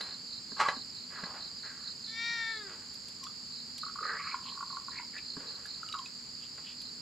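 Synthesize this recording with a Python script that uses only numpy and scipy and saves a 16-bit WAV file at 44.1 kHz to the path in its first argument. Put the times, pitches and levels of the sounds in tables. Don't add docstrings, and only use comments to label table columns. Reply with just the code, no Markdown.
import sys
import numpy as np
from scipy import signal
from scipy.fft import rfft, irfft, next_fast_len
from scipy.io import wavfile
from scipy.ndimage import uniform_filter1d

SR = 44100
rng = np.random.default_rng(int(sys.argv[2]) if len(sys.argv) > 2 else 0)


def waveform_to_disk(signal):
    frames = np.transpose(np.atleast_2d(signal))
    scaled = np.clip(frames, -1, 1) * 32767
    samples = np.round(scaled).astype(np.int16)
    wavfile.write(sys.argv[1], SR, samples)


N = 309134
T = np.arange(N) / SR


def from_db(db):
    return 10 ** (np.asarray(db) / 20)


def rms_one(x):
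    return x / np.sqrt(np.mean(x ** 2) + 1e-20)


def curve(rows, column):
    rows = np.array(rows)
    return np.interp(T, rows[:, 0], rows[:, column])


def swell(rows, column):
    inside = (T >= rows[0][0]) & (T <= rows[-1][0])
    return from_db(curve(rows, column)) * uniform_filter1d(inside * 1., size=400)


def drift(rate):
    knots = rng.standard_normal(4000)
    return np.sqrt(3 / 2) * np.interp(T * 2 * rate, np.arange(len(knots)), knots)


def colour(x, points):
    size = next_fast_len(N)
    hz, db = np.transpose(points)
    octave = np.log2(np.arange(size // 2 + 1) * SR / size + 1)
    beyond = np.abs(octave - np.clip(octave, np.log2(hz[0]), np.log2(hz[-1])))
    gain = from_db(np.interp(octave, np.log2(hz), db) - 22.4 * beyond)
    return rms_one(irfft(rfft(x, size) * gain, size)[..., :N])


def place(x, pan_db):
    return x * from_db([[pan_db / 2], [-pan_db / 2]])


def fine_side(side):
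    return signal.lfilter([1, -.97], [1, -.8], side)


def wide_noise(side_db):
    mid, side = rng.standard_normal((2, N))
    return mid + from_db(side_db) * fine_side(side) * [[1], [-1]]


def grains(per_s, spread_db):
    present = rng.random(N) < per_s / SR
    return present * rng.standard_normal(N) * from_db(spread_db * rng.standard_normal(N))


def ring(x, hz, t60):
    r, w = from_db(-60 / (t60 * SR)), 2 * np.pi * hz / SR
    return signal.lfilter([0, np.sin(w)], [1, -2 * r * np.cos(w), r * r], x + 1e-18)


def narrow_noise(hz, width_hz):
    low_pass = signal.butter(2, width_hz / 2, fs=SR, output="sos")
    smooth = signal.sosfilt(low_pass, rng.standard_normal((2, N)))
    phase = 2 * np.pi * np.cumsum(hz * np.ones(N)) / SR
    return rms_one(smooth[0] * np.cos(phase) + smooth[1] * np.sin(phase))


def glides(tables, width_hz):
    return sum(swell(rows, 2) * narrow_noise(curve(rows, 1), width_hz) for rows in tables)


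def swishes(rows, width_hz):
    catches = rms_one(from_db(2.8 * drift(80)))
    total = 0
    for s, db, hz, length in rows:
        total = total + from_db(db) * np.exp(-((T - s) / length) ** 2) * narrow_noise(hz, width_hz)
    return catches * total


def strokes(rows):
    total = 0
    for s, db, attack, hold, t60 in rows:
        rise = np.clip((T - s) / attack, 0, 1) ** 2
        total = total + from_db(db - 60 * np.maximum(T - s - attack - hold, 0) / t60) * rise
    return total


def blip(t, rise_s):
    return (t / rise_s) ** 2 * np.exp(2 - 2 * t / rise_s)


def add(out, s, sound):
    i = int(np.clip(s * SR, 0, N - 1))
    out[i:i + len(sound)] += sound[:N - i]


def cracks(events, t60, rise_s):
    gain, t = np.zeros(N), T[:SR // 12]
    for s, db in events:
        add(gain, s - rise_s, from_db(db - 60 * t / t60) * (1 - np.exp(-t / rise_s)))
    return gain


def strike(events, modes, uneven_db):
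    out = np.zeros(N)
    chance = rng.standard_normal((len(events), len(modes)))
    for k, (hz, mode_db, t60) in enumerate(modes):
        clicks = np.zeros(N)
        for (s, db), luck in zip(events, chance):
            add(clicks, s, from_db([db + mode_db + uneven_db * luck[k]]))
        out += ring(clicks, hz, t60) * (-1) ** k
    return out


def garden(x, t60):
    t = T[:SR // 3]
    present = (rng.random(len(t)) < .5) * (t > .002)
    echoes = wide_noise(side_db=-7.5)[:, :len(t)] * present * from_db(-60 * t / t60)
    echoes = signal.lfilter([1], [1, -.5], echoes)
    echoes = echoes / np.sqrt(np.sum(echoes ** 2) / 2)
    left, right = signal.fftconvolve(x[None], echoes, axes=1)[:, :N]
    return (left + right + fine_side(left - right) * [[1], [-1]]) / 2


# (f/Hz, level/dB)
AIR_SPECTRUM = [(22, -27), (45, -7), (70, -2), (130, 0.5), (210, 3.5), (340, -4.5), (480, -7), (650, -13),
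                (1200, -9), (2000, -11), (3200, -13.5), (6000, -21.5), (10000, -29), (15000, -33.5)]


def air():
    rumble = from_db(-56.5) * colour(wide_noise(side_db=-1.0), AIR_SPECTRUM)
    hiss = from_db(-75.0) * colour(wide_noise(side_db=-8), [(2000, 0), (15000, -1)])
    hum = from_db(-66) * narrow_noise(243, width_hz=6.2)
    return rumble + hiss + hum


def tymbal(phrases, per_s, uneven, top_hz, end_hz, length_s, spread_db):
    out, t = np.zeros(N), T[:int(length_s * SR)]
    for start, end in phrases:
        s = start
        while s < end:
            gap, size, pitch = rng.standard_normal(3)
            hz = (top_hz + (end_hz - top_hz) * t / length_s) * (1 + .015 * pitch)
            swelling = min(1, .5 + (s - start) / .08)
            chirp = np.sin(np.pi * t / length_s) * np.sin(2 * np.pi * np.cumsum(hz) / SR)
            add(out, s, swelling * from_db(spread_db * size) * chirp)
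            s += max(1 + uneven * gap, .5) / per_s
    return out


def phrasing(bouts, phrase_s):
    return [(s, s + phrase_s) for start, end, every in bouts for s in np.arange(start, end, every)]


# (start t/s, end t/s, time between phrase starts t/s)
NEAR_BOUTS = [(0.05, 2.6, .2192), (3.51, 3.9, .25), (4.008, 5.0, .2155), (5.225, 5.8, .221),
              (6.78, 6.9, .22)]
# (f/Hz, level/dB)
LOW_SPECTRUM = [(3200, -38), (3700, -16), (4000, -3.5), (4300, 3.5), (4650, 9.5), (5000, 4.5), (5250, -1),
                (5550, -19.5), (6000, -58), (8500, -62), (9400, -21), (10800, -49)]
HIGH_SPECTRUM = [(5700, -53), (6100, -11.5), (6450, 0.5), (6750, 0), (7200, 5), (7600, -1), (8000, -5),
                 (8400, -76)]


def cicadas():
    always = [(0.0016, N / SR)]
    near = from_db(-40.0) * tymbal(phrasing(NEAR_BOUTS, phrase_s=.112), per_s=56.5, uneven=.05,
                                   top_hz=4800, end_hz=3780, length_s=0.0105, spread_db=2)
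    steady = rms_one(tymbal(always, per_s=56, uneven=.1, top_hz=5264, end_hz=4450,
                            length_s=0.01007, spread_db=4.0))
    buzz = rms_one(tymbal(always, per_s=79.5, uneven=0.011, top_hz=7658, end_hz=6860,
                          length_s=0.00727, spread_db=2.5))
    far_low = colour(wide_noise(side_db=-6.0), LOW_SPECTRUM)
    far_buzz = colour(wide_noise(side_db=-7), HIGH_SPECTRUM)
    low = place(from_db(-7.5) * steady, pan_db=-7.0) + place(from_db(1.0) * far_low, pan_db=-2.0)
    high = place(from_db(-4) * buzz + from_db(-2) * far_buzz, pan_db=-6.5)
    chorus = from_db(-47.5 + .5 * drift(2.22)) * low + from_db(-57.5 + .5 * drift(1.5)) * high
    return place(near + from_db(-4.5) * garden(near, t60=0.066), pan_db=-3.5) + chorus


def resonance(hz, centre_hz, width_hz):
    return 1 / (1 + (2 * (hz - centre_hz) / width_hz) ** 2)


# (t/s, pitch f/Hz, mouth resonance f/Hz, mouth level/dB, throat level/dB)
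MEOW_COURSE = [(2.07, 440, 1900, -61, -54), (2.19, 458.6, 2050, -40.5, -45.5),
               (2.245, 464.7, 2090, -37, -42.5), (2.33, 467, 2010, -36.5, -45.5),
               (2.425, 454.7, 1905, -39, -44), (2.51, 449.6, 1810, -38.5, -45),
               (2.6, 428.6, 1690, -48, -54.5), (2.658, 394, 1580, -55, -64), (2.71, 360, 1518, -64, -76)]
MOUTH_WIDTH_HZ, THROAT_HZ, THROAT_WIDTH_HZ = 627, 3760, 760
GAPE_S, GAPE_WIDTH_S, GAPE_DB, GAPE_HZ, GAPE_WIDTH_HZ = 2.3, 0.14, -50, 5430, 780


def cat(jitter, flutter_db, closing_s, hum_db, rasp_db):
    pitch, mouth_hz = curve(MEOW_COURSE, 1), curve(MEOW_COURSE, 2)
    phase = 2 * np.pi * np.cumsum(pitch * (1 + jitter * drift(150))) / SR
    low, high = swell(MEOW_COURSE, 3), swell(MEOW_COURSE, 4)
    gape = from_db(GAPE_DB) * np.exp(-((T - GAPE_S) / GAPE_WIDTH_S) ** 2)
    voice = from_db(hum_db) * np.exp(-((T - closing_s) / 0.095) ** 2) * np.sin(phase)
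    for k in range(2, 15):
        hz = k * pitch
        gain = low * resonance(hz, mouth_hz, MOUTH_WIDTH_HZ)
        gain = gain - high * resonance(hz, THROAT_HZ, THROAT_WIDTH_HZ)
        gain = gain - gape * resonance(hz, GAPE_HZ, GAPE_WIDTH_HZ)
        shake_rad = 0.05 * k * drift(130)
        voice += gain * from_db(flutter_db * drift(18)) * np.sin(k * phase + shake_rad)
    breath = low * narrow_noise(mouth_hz, MOUTH_WIDTH_HZ) + high * narrow_noise(THROAT_HZ, width_hz=1500)
    return np.sqrt(2) * voice + from_db(rasp_db) * breath * (1 + np.cos(phase))


# (start t/s, level/dB, attack t/s, hold t/s, release t60 t/s)
RUB_STROKES = [(0, -52, 0.00053, 0.089, 0.41), (1.08, -53, 0.042, 0.14, 1.05),
               (1.335, -53.5, 0.016, 0.029, 0.097), (1.629, -57, 0.0066, 0.038, 0.06),
               (2.65, -51.5, 0.04, 0.029, 0.58), (5.364, -56.5, 0.0049, 0.053, 2.1),
               (6.574, -51, 0.0062, 0.0045, 0.073)]
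# (f/Hz, level/dB)
RUB_SPECTRUM = [(250, -9), (520, -4.5), (680, -9), (1100, -2.5), (1600, -2), (2200, -10), (3600, -15)]
# (start t/s, level/dB, attack t/s, hold t/s, release t60 t/s)
FOREARM_DRAGS = [(4.005, -54.5, 0.0078, 0.14, 0.17), (5.385, -53.5, 0.0089, 0.013, 0.57)]
# (t/s, resonance f/Hz, level/dB)
SLEEVE_SWEEPS = [
    [(1.10, 2004, -62), (1.18, 1430, -45.5), (1.22, 1350, -55), (1.25, 1082, -49.5), (1.45, 943, -62.5)],
    [(1.635, 1612, -51), (1.685, 1715, -49.5), (1.79, 1527, -59), (1.9, 1450, -58)],
]


def hands():
    rub = strokes(RUB_STROKES) * colour(grains(per_s=3500, spread_db=2.5), RUB_SPECTRUM)
    drag = strokes(FOREARM_DRAGS) * narrow_noise(hz=480.5, width_hz=110)
    sweep = glides(SLEEVE_SWEEPS, width_hz=590) * rms_one(from_db(2 * drift(70)))
    return rub + drag + sweep


# (t/s, level/dB, centre f/Hz, length t/s)
SHORT_HISSES = [(4.475, -51, 3060, 0.037), (6.435, -56.5, 3060, 0.029), (6.69, -52.5, 3060, 0.041)]


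def hisses():
    return swishes(SHORT_HISSES, width_hz=930)


# (t/s, level/dB, pitch of the thud f/Hz)
TABLE_BUMPS = [(0.519, -42.5, 230), (0.766, -41.5, 237), (1.233, -40.5, 199), (5.368, -39.5, 267)]
# (f/Hz, level/dB, t60 t/s)
TABLE_MODES = [(164, 0, 0.045), (265, 1, 0.025), (418, 1, 0.058), (648, -9.5, 0.13), (1030, 2, 0.018),
               (1620, 6, 0.017)]


def bumps(rise_s, thud_db, ring_db):
    out, t = np.zeros(N), T[:SR // 8]
    for s, db, hz in TABLE_BUMPS:
        add(out, s, from_db(db + thud_db) * blip(t, rise_s) * np.sin(2 * np.pi * hz * t))
    blows = [(s, db) for s, db, _ in TABLE_BUMPS]
    return out + from_db(ring_db) * strike(blows, TABLE_MODES, uneven_db=3.5)


# (t/s, relative level/dB)
TICK_EVENTS = [(2.9405, -55), (3.083, -52), (3.236, -53), (3.7803, -47), (5.6592, -53), (6.8154, -51.5)]
# (f/Hz, level/dB)
TICK_SPECTRUM = [(1500, -4), (4000, 9.5), (7000, 2), (9000, -0.5), (12000, -1), (16000, -21)]


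def ticks(t60):
    return cracks(TICK_EVENTS, t60, rise_s=0.00041) * colour(rng.standard_normal(N), TICK_SPECTRUM)


# (t/s, level/dB, pitch f/Hz, second mode f/Hz)
RIM_CLINKS = [(0.01, -35.5, 3800, 4660), (3.237, -39.5, 5720, 7400), (3.266, -46, 3450, 4450),
              (5.18, -40.5, 2560, 3770), (5.886, -40, 2890, 3900), (5.925, -35.5, 3870, 3900),
              (5.941, -42, 3930, 2800), (5.987, -39, 4000, 3200), (6.058, -40, 2540, 3880)]


def clinks(second_db, rise_s, edge_db):
    out, t = np.zeros(N), T[:SR // 4]
    grit = colour(rng.standard_normal(N), [(1500, -19), (2600, 1), (4200, 2), (9000, -12)])
    for s, db, hz, second_hz in RIM_CLINKS:
        tone = np.sin(2 * np.pi * hz * t) + from_db(second_db) * np.sin(2 * np.pi * second_hz * t)
        edge = from_db(edge_db) * np.roll(grit, int(s * SR))[:len(t)]
        add(out, s, from_db(db) * blip(t, rise_s) * (tone + edge))
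    return out


# (t/s, level/dB)
RIM_CHIMES = [(0.008, -42.5)]
# (f/Hz, level/dB, t60 t/s)
RIM_MODES = [(4150, -4, 0.33), (4010, 2, 0.28), (10000, -15, 0.29)]


def chimes():
    return strike(RIM_CHIMES, RIM_MODES, uneven_db=4)


# (t/s, pitch f/Hz, level/dB)
CUP_RATTLE = [(3.97, 1200, -56), (4.12, 1260, -45), (4.33, 1090, -54), (4.44, 1050, -52), (4.65, 1080, -50),
              (5.05, 1000, -61)]


def rattle(per_s, rise_s):
    phase = 2 * np.pi * np.cumsum(curve(CUP_RATTLE, 1)) / SR
    touches = grains(per_s, spread_db=-2.0) * np.exp(-1j * phase)
    rings = signal.fftconvolve(touches, blip(T[:SR // 20], rise_s))[:N]
    return swell(CUP_RATTLE, 2) * rms_one(np.imag(rings * np.exp(1j * phase)))


# (t/s, pitch f/Hz, level/dB)
SLIP_SQUEAKS = [
    [(0.646, 1230, -40), (0.654, 1167, -32.5), (0.667, 1143, -28.5), (0.681, 1146, -39)],
    [(3.195, 1180, -71), (3.25, 1018, -47), (3.262, 1068, -50)],
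    [(5.895, 1252, -50), (5.92, 1285, -50), (5.935, 1250, -53)],
    [(5.955, 1110, -42), (5.975, 1078, -50), (5.997, 1027, -42), (6.028, 990, -55.5)],
]


def squeaks(jitter, flutter_db):
    total = 0
    for rows in SLIP_SQUEAKS:
        gain = swell(rows, 2) * from_db(flutter_db * drift(90))
        hz = curve(rows, 1) * (1 + jitter * drift(200))
        total = total + gain * np.sin(2 * np.pi * np.cumsum(hz) / SR)
    return total


# (t/s, resonance f/Hz, relative level/dB)
POUR_GUSHES = [
    [(4.03, 1740, -49), (4.095, 1556, -40.5), (4.16, 1514, -40.5), (4.195, 2194, -46), (4.25, 2253, -51.5),
     (4.29, 2203, -46.5), (4.36, 2290, -55)],
    [(4.915, 1656, -56), (4.985, 2264, -47), (5.02, 1990, -53)],
    [(5.13, 1940, -55), (5.17, 1824, -48), (5.198, 2600, -51)],
]
# (start t/s, level/dB, attack t/s, hold t/s, release t60 t/s)
GROUNDS_LANDINGS = [(4.05, -43, 0.027, 0.067, 0.26), (4.21, -48, 0.024, 0.053, 0.59)]


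def grounds():
    clumps = rms_one(from_db(2.5 * drift(90)))
    patter = colour(grains(per_s=800, spread_db=-2.0), [(800, -24), (1200, 6), (1700, 6), (2600, -21)])
    rasp = from_db(-2) * glides(POUR_GUSHES, width_hz=680)
    singing = from_db(-5.0) * glides(POUR_GUSHES, width_hz=160)
    return (rasp + singing) * clumps + strokes(GROUNDS_LANDINGS) * patter


# (t/s, relative level/dB, pitch f/Hz)
CUP_TAPS = [(3.266, -39, 1208), (3.832, -31, 1253), (3.863, -38, 1150), (3.882, -36, 1320),
            (3.896, -40, 1320), (3.956, -36, 1117), (3.987, -30, 1244), (4.006, -35, 1210),
            (4.028, -27.5, 1280), (4.052, -25.5, 1270), (4.101, -33, 1293), (4.203, -35, 1260),
            (4.27, -32.5, 1270), (4.342, -25.5, 1044), (4.574, -39, 1100), (4.606, -33.5, 1120),
            (4.626, -32, 1050), (4.701, -40, 1130), (4.768, -32, 1090), (4.882, -35.5, 1075),
            (4.996, -38, 970), (5.654, -42.5, 1660), (5.831, -33.5, 1338), (5.939, -29.5, 1260),
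            (5.949, -33.5, 1094), (5.987, -45, 1070)]


def taps(rise_s, lead_s, tail_db, tail_t60):
    out, t = np.zeros(N), T[:SR // 6]
    scuffs = colour(rng.standard_normal(N), [(700, -4), (1600, 3), (4000, -9), (12000, -26)])
    upper = from_db(-6) * np.sin(2 * np.pi * 1412 * t)
    for s, db, hz in CUP_TAPS:
        phase = 2 * np.pi * hz * t
        scuff = from_db(-24) * np.roll(scuffs, int(s * SR))[:len(t)]
        contact = blip(t, rise_s) * (np.sin(phase) + upper + scuff)
        detuned = np.sin(phase * (1 + 0.019 * rng.standard_normal()))
        tail = from_db(tail_db - 60 * t / tail_t60) * (1 - np.exp(-t / rise_s)) * detuned
        add(out, s - lead_s, from_db(db) * (contact + tail))
    return out


# (t/s, relative level/dB)
KNOCKS_AND_BUMP = [(0.008, -32.5), (0.6, -35), (0.609, -25), (0.686, -18.5), (1.237, -35.5)]
# (f/Hz, level/dB, nominal t60 t/s)
FUNNEL_MODES = [(560, -2, 0.03), (774, -12, 0.43), (890, 1, 0.032), (1060, -1, 0.081), (1658, 8, 0.031),
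                (2000, 2, 0.037), (2350, -2, 0.039), (2430, 0.5, 0.015), (3120, -23, 0.092),
                (4020, -5, 0.073), (5250, -14, 0.03)]
# (start t/s, relative level/dB, attack t/s, hold t/s, release t60 t/s)
FUNNEL_SHOVES = [(0.56, -46, 0.0099, 0.029, .05), (0.584, -28, 0.018, 0.018, 0.18),
                 (0.646, -41.5, 0.0072, 0.03, 0.04), (0.688, -38, 0.0042, 0.018, 0.11)]


def funnel():
    slips = grains(per_s=15000, spread_db=-1.5)
    body = 0
    for k, (hz, db, t60) in enumerate(FUNNEL_MODES):
        body = body + ring(slips, hz, t60 * 0.98) * from_db(db) * (-1) ** k
    body = rms_one(body)
    slats = colour(slips, [(250, -39), (600, -9.5), (1100, 8.0), (1700, -9.5), (2800, -11.5), (5000, -13.5)])
    grit = colour(slips, [(2000, 28.0), (5000, -49), (7500, 9.5), (13000, -63)])
    push = strokes(FUNNEL_SHOVES)
    pressed_grit = from_db(-6.5) * push / push.max() * grit
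    slide = push * (from_db(-7.0) * body + from_db(-1.5) * slats + pressed_grit)
    crack = cracks(KNOCKS_AND_BUMP, t60=0.025, rise_s=0.00072) * slats
    ringing = strike(KNOCKS_AND_BUMP, FUNNEL_MODES, uneven_db=-4.0)
    return slide + from_db(-2.0) * crack + from_db(-12.5) * ringing


def scene():
    meow = cat(jitter=0.0029, flutter_db=1.0, closing_s=2.624, hum_db=-57.5, rasp_db=-27)
    table = hands() + hisses() + bumps(rise_s=0.0066, thud_db=0.0, ring_db=-7.5)
    table = table + from_db(5.5) * ticks(t60=0.047)
    table = table + clinks(second_db=-5.5, rise_s=0.0027, edge_db=-7.5) + chimes()
    table = table + rattle(per_s=130, rise_s=0.0029) + squeaks(jitter=0.0217, flutter_db=4.5) + grounds()
    table = table + from_db(-1.5) * taps(rise_s=0.0033, lead_s=0.00024, tail_db=-7, tail_t60=0.043)
    table = table + funnel()
    animal = place(meow + from_db(-12.5) * garden(meow, t60=0.088), pan_db=4.0)
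    near = place(table, pan_db=-1.2) + from_db(-11.0) * garden(table, t60=0.24)
    return air() + cicadas() + animal + near


def record(dry):
    return signal.sosfilt(signal.ellip(10, .3, 80, 15600, fs=SR, output="sos"), dry)


dry = scene()
out = record(dry)
waveform_to_disk(out)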